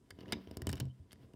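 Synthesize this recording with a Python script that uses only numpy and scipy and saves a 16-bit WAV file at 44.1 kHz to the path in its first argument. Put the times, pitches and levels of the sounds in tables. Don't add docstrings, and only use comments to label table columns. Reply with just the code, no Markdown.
import sys
import numpy as np
from scipy import signal
from scipy.fft import rfft, irfft
from scipy.io import wavfile
from scipy.ndimage import uniform_filter1d

SR = 44100
rng = np.random.default_rng(int(sys.argv[2]) if len(sys.argv) > 2 else 0)


def waveform_to_disk(signal):
    frames = np.transpose(np.atleast_2d(signal))
    scaled = np.clip(frames, -1, 1) * 32767
    samples = np.round(scaled).astype(np.int16)
    wavfile.write(sys.argv[1], SR, samples)


def gain_from_decibels(decibels):
    exponent = np.asarray(decibels, float) / 20
    return 10 ** exponent


N = 59535

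# freq_hz, density_db [dB per Hz]
HUSH_SPECTRUM = [(50, 17.5), (300, 6.5), (700, -28.5), (1500, -39), (3500, -24.5), (9000, -20.5),
                 (15000, -35.5), (16500, -44)]
# time_s, level_db
RUB_PRESSURE = [(0, -72.5), (.1, -71), (.17, -61), (.22, -56), (.3, -53), (.38, -53.5), (.45, -64.5),
                (.55, -58), (.7, -51), (.76, -53.5), (.88, -62.5), (.95, -68.5), (1.08, -71), (1.2, -63),
                (1.3, -67), (1.35, -68)]
# time_s, level_db
SLIDE_LEVEL = [(0, -89.5), (.1, -80.5), (.18, -79), (.2, -68.5), (.25, -79), (.31, -67), (.38, -75),
               (.45, -71.5), (.55, -76), (.65, -78.5), (.74, -68), (.78, -67), (.82, -70.5), (.88, -82),
               (1.1, -84), (1.19, -80.5), (1.23, -73), (1.3, -85)]
# freq_hz, level_db, t60_s
BOARD_MODES = [(191.1, -12.5, 0.53), (233, -9, 0.22), (286.2, 0, 0.073), (327, -25, 0.15), (370, -1, 0.051),
               (437.6, -10, 0.064), (514, -10.5, 0.032), (632.5, -9.5, 0.041), (801, -27.5, 0.044),
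               (963, -15, 0.07)]
# freq_hz, level_db, t60_s
BASS_MODES = [(86.5, 0.031, 0.12), (126.66, 0.022, 0.25)]
# start_s, board_db, first_bass_db, second_bass_db
THUMPS = [(.106, -53.5, -50, -63), (0.1874, -41.5, -66, -75), (0.212, -42, -80, -71),
          (0.236, -49.5, -57, -65), (.281, -45.5, -43, -47), (0.3285, -29.5, -72, -66),
          (0.356, -38.5, -44, -61), (.473, -42, -45, -80), (0.512, -38, -43.5, -67),
          (0.570, -36, -37.5, -51), (.62, -36, -33.5, -40.5), (0.670, -28.5, -26.5, -80),
          (0.6926, -32, -42.5, -85), (0.7314, -32.5, -31.5, -34), (0.774, -54, -40, -45),
          (0.8005, -35, -60, -52), (.81, -36.5, -40, -29.5), (0.828, -41.5, -57, -68),
          (.87, -45.5, -38.5, -49), (.125, -52.5, -48, -61.5), (1.245, -55.5, -55, -75),
          (.337, -34.5, -73, -67), (.346, -49, -66, -62), (0.7024, -43.5, -36, -42), (.68, -39, -45, -36),
          (.3, -43, -52, -48), (0.287, -47.5, -52, -56), (.369, -39, -66, -62), (0.847, -67, -63, -32),
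          (0.995, -68, -41, -53.5), (1.131, -52.5, -53, -60.5), (1.199, -60, -63, -50.5),
          (1.155, -82, -71, -68), (1.34, -45, -50.5, -62)]
# freq_hz, level_db, t60_s
LOOSE_WALLS = [(1010, -27, 0.081), (1520, -48, 0.27), (1746, -2, 0.081), (2110, 3, 0.076),
               (3150, 13, 0.0074), (3730, 5.5, 0.011), (4790, 1.5, 0.039), (5195, 5.5, 0.014),
               (6000, 9, 0.0026), (7240, -5, .015), (9060, 13, 0.0017), (11360, 6, 0.0022),
               (14800, 0, 0.008)]
# freq_hz, level_db, t60_s
PRESSED_WALLS = [(1050, -1, 0.09), (1850, 0, 0.053), (2340, 3, 0.022), (3000, 10, 0.09), (3820, 6.5, 0.02),
                 (5110, 2, 0.015), (5510, 4.5, 0.028), (7600, -23, 0.005), (4670, -14, 0.018),
                 (8440, 3.5, 0.0057), (9640, 7, 0.0059), (11200, -3, 0.0039), (12300, 4, 0.0036),
                 (15200, 4.5, 0.0033)]
# start_s, level_db, ring_hz [hollow ring], treble_db, rattle_ms
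TAPS = [(.0895, -71, 2125, 10, 1), (.1048, -44.5, 4790, 11.5, 1.5), (.1062, -44.5, 1683, -27, 3.1),
        (.1078, -45.5, 2080, -6, 2.13), (.1875, -55, 3000, -13, 2), (.2066, -49, 4530, -1, 0.83),
        (.2105, -54.5, 2940, -30, 2.9), (.2285, -59, 2830, -9, 4), (.2563, -53, 1850, -71, 2.5),
        (.2806, -50, 2880, -8, 1.7), (.287, -53.5, 2980, -11, 2.6), (.3221, -24, 4970, 4.5, 1.7),
        (.3245, -29.5, 2180, -5, 0.66), (.3288, -31, 3730, -7, 2.4), (.3325, -36, 2310, -19, 1.1),
        (.3355, -45.5, 2930, -27, 8.5), (1.1084, -54, 3230, -27, 1.9), (1.118, -49.5, 4550, 4, 1.3),
        (1.1222, -56, 4340, 22, 2.2), (1.1293, -43.5, 11100, 6, 0.57), (1.1325, -60.5, 2170, -6, 3.1),
        (1.157, -61, 1920, -20, 0.39), (1.3345, -60.5, 2890, 3, 3.3)]
# start_s, level_db, ring_hz, treble_db, rattle_ms
SLIPS = [(.4728, -50, 3120, -7, 0.49), (.5108, -48.5, 5100, 4.5, 1.8), (.5695, -36, 5370, 13, 1.34),
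         (.6186, -36.5, 1900, 7.5, 0.89), (.6688, -29.5, 8600, 10.5, 0.84), (.671, -38.5, 3000, -7, 1.2),
         (.68, -57, 7950, 8, 2.1), (.691, -35, 8440, 8, 1.9), (.6935, -37, 1850, -22, 2.2),
         (.7014, -42.5, 4830, 12, 1.7), (.7148, -46.5, 9000, 18, 1.4), (.7284, -32.5, 5430, 9.5, 0.92),
         (.732, -38, 2980, -10, 2.4), (.7385, -47.5, 1820, -15, 2.2), (.755, -44, 7300, 9, 1),
         (.7612, -75, 5280, 11, 0.87), (.7686, -47.5, 3700, 2, 1), (.7715, -51, 5330, -6, .6),
         (.7762, -50, 7960, -11, 0.87), (.779, -47.5, 3020, -28, 0.67), (.7914, -60, 4100, -8, 1),
         (.8, -31.5, 7450, 10, 1.7), (.8036, -36.5, 4230, 5, 1), (.808, -44.5, 3060, -32, 1.2),
         (.8535, -56, 7900, 2, 1.3)]


def curve(table, t):
    return np.interp(t, *np.array(table).T[:2])


def unit(x):
    return x / np.sqrt(np.mean(x ** 2))


def walk(per_second):
    hold = int(SR / per_second)
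    levels = np.repeat(rng.standard_normal(N // hold + 1), hold)
    return unit(uniform_filter1d(levels, hold)[:N])


def ring(x, hz, t60):
    decay = np.log(1000) / (max(t60, .002) * SR)
    pole = np.exp(2j * np.pi * hz / SR - decay)
    return signal.lfilter([1], [1, -pole], x).imag


def body(x, modes):
    return sum(gain_from_decibels(db) * ring(x, hz, t60) for hz, db, t60 in modes)


def hush():
    f = np.maximum(np.fft.rfftfreq(N, 1 / SR), 1)
    hz, db = np.array(HUSH_SPECTRUM).T
    gain = gain_from_decibels(np.interp(np.log(f), np.log(hz), db))
    level = gain_from_decibels(-65.5 + walk(6))
    return level * unit(irfft(rfft(rng.standard_normal(N)) * gain, N))


def room(x):
    wall_db, wall_t60_s, wall_hz = -22, 0.25, 5840
    near_db, near_t60_s = -16.5, 0.029
    t = np.arange(SR // 2) / SR
    far, near = rng.standard_normal((2, len(t))) * (t > .001)
    dull = signal.butter(4, wall_hz, fs=SR, output="sos")
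    far = signal.sosfilt(dull, far * gain_from_decibels(-60 * t / wall_t60_s))
    near = near * gain_from_decibels(-60 * t / near_t60_s)
    tail = gain_from_decibels(wall_db) * far / np.linalg.norm(far) + gain_from_decibels(near_db) * near / np.linalg.norm(near)
    return signal.fftconvolve(x, tail)[:N]


def rubbing(t):
    grains_hz, bass_db, air_db, wall_damping = 335.3, -12, -4.5, 0.093
    chance, size = rng.random((2, N))
    grains = (chance < grains_hz / SR) * (size - .5) * 20 + rng.standard_normal(N)
    drive = grains * gain_from_decibels(curve(RUB_PRESSURE, t) + 2.5 * walk(40))

    def shaken(modes):
        return body(drive, modes) / np.std(body(grains, modes))

    fine = rng.standard_normal(N)
    damped = [(hz, db, wall_damping * t60) for hz, db, t60 in LOOSE_WALLS[:8]]
    rustle = unit(body(fine, damped)) + gain_from_decibels(air_db) * fine
    slide = gain_from_decibels(curve(SLIDE_LEVEL, t) + 2.0 * walk(90))
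    return shaken(BOARD_MODES) + gain_from_decibels(bass_db) * shaken(BASS_MODES) + slide * rustle


def squeak(t):
    centre_s, length_s, pitch_hz, level_db = .909, .012, 3050, -67
    pitch = pitch_hz * (1 + .024 * walk(400) - .6 * (t - centre_s))
    tone = np.sin(2 * np.pi * np.cumsum(pitch) / SR) * gain_from_decibels(4 * walk(300))
    return gain_from_decibels(level_db) * tone * np.exp(-((t - centre_s) / length_s) ** 2)


def pushes(column, ms):
    x = np.zeros(N)
    for row in THUMPS:
        x[int(row[0] * SR)] = gain_from_decibels(row[column])
    shape = np.hanning(max(int(ms * SR / 1000), 4))
    return np.convolve(x, shape / shape.sum())[:N]


def table():
    swell_s = 0.0096
    out = -.5 * body(pushes(column=1, ms=0.85), BOARD_MODES)
    for column, mode in enumerate(BASS_MODES, start=2):
        bass = body(pushes(column, ms=2.68), [mode])
        out = out + ring(bass, mode[0], swell_s) * 14 / (swell_s * SR)
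    return out


def rattle(noise, ms):
    rise_ms = 0.9
    t_ms = np.arange(len(noise)) * 1000 / SR
    fade = np.exp(-np.maximum(t_ms - rise_ms, 0) / np.clip(ms, .2, 8))
    shape = np.minimum(t_ms / rise_ms, 1) ** 2 * fade
    x = noise * shape
    for _ in range(4):
        flat = irfft(np.exp(1j * np.angle(rfft(x))))
        flat = flat / np.linalg.norm(flat) * np.linalg.norm(shape)
        x = np.clip(flat, -2 * shape, 2 * shape)
    return x


def touches(events, walls, grip):
    ring_db, ring_t60_s, crack_db, treble_hz = 10.5, .032, 13, 5600
    scatter_db, wobble, longest_s = 1.5, .008, .028
    size = 4096
    out = np.zeros(N + size)
    noises = rng.standard_normal((30, size))
    chances = rng.standard_normal((30, len(walls), 2))
    below_treble = signal.butter(4, treble_hz, fs=SR)
    crack_band = signal.butter(3, 1700, "high", fs=SR)
    for (start_s, level_db, hz, treble_db, ms), noise, chance in zip(events, noises, chances):
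        hit = rattle(noise, ms)
        low = signal.lfilter(*below_treble, hit)
        crack = signal.lfilter(*crack_band, low + gain_from_decibels(treble_db) * (hit - low))
        hollow = ring(hit, hz, grip * ring_t60_s * min(1, 4000 / hz))
        y = gain_from_decibels(ring_db) * hollow + gain_from_decibels(crack_db) * crack * 2
        for (wall_hz, wall_db, t60), (a, b) in zip(walls, chance):
            lift_db = treble_db / (1 + (treble_hz / wall_hz) ** 4)
            gain = gain_from_decibels(wall_db + lift_db + scatter_db * a)
            y += gain * ring(hit, wall_hz * (1 + wobble * b), grip * min(t60, longest_s))
        peak = np.sort(np.abs(y))[-8:].mean()
        i = int(start_s * SR)
        out[i:i + size] += gain_from_decibels(level_db) * y / peak
    return out[:N]


def taps():
    return touches(TAPS, LOOSE_WALLS, grip=.6)


def stud_slips():
    return touches(SLIPS, PRESSED_WALLS, grip=.35)


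def scene():
    t = np.arange(N) / SR
    bricks = taps() + stud_slips() + squeak(t)
    mix = bricks + room(bricks) + table() + rubbing(t) + hush()
    return mix[None]


def band_limit(x):
    return signal.sosfilt(signal.butter(12, 16780, fs=SR, output="sos"), x)


def record(dry):
    bass_cut = signal.butter(4, 62.5, "high", fs=SR, output="sos")
    top_cut = signal.butter(8, 15600, fs=SR, output="sos")
    mix = signal.sosfilt(np.vstack([bass_cut, top_cut]), dry)
    return band_limit(mix)


dry = scene()
out = record(dry)
waveform_to_disk(out)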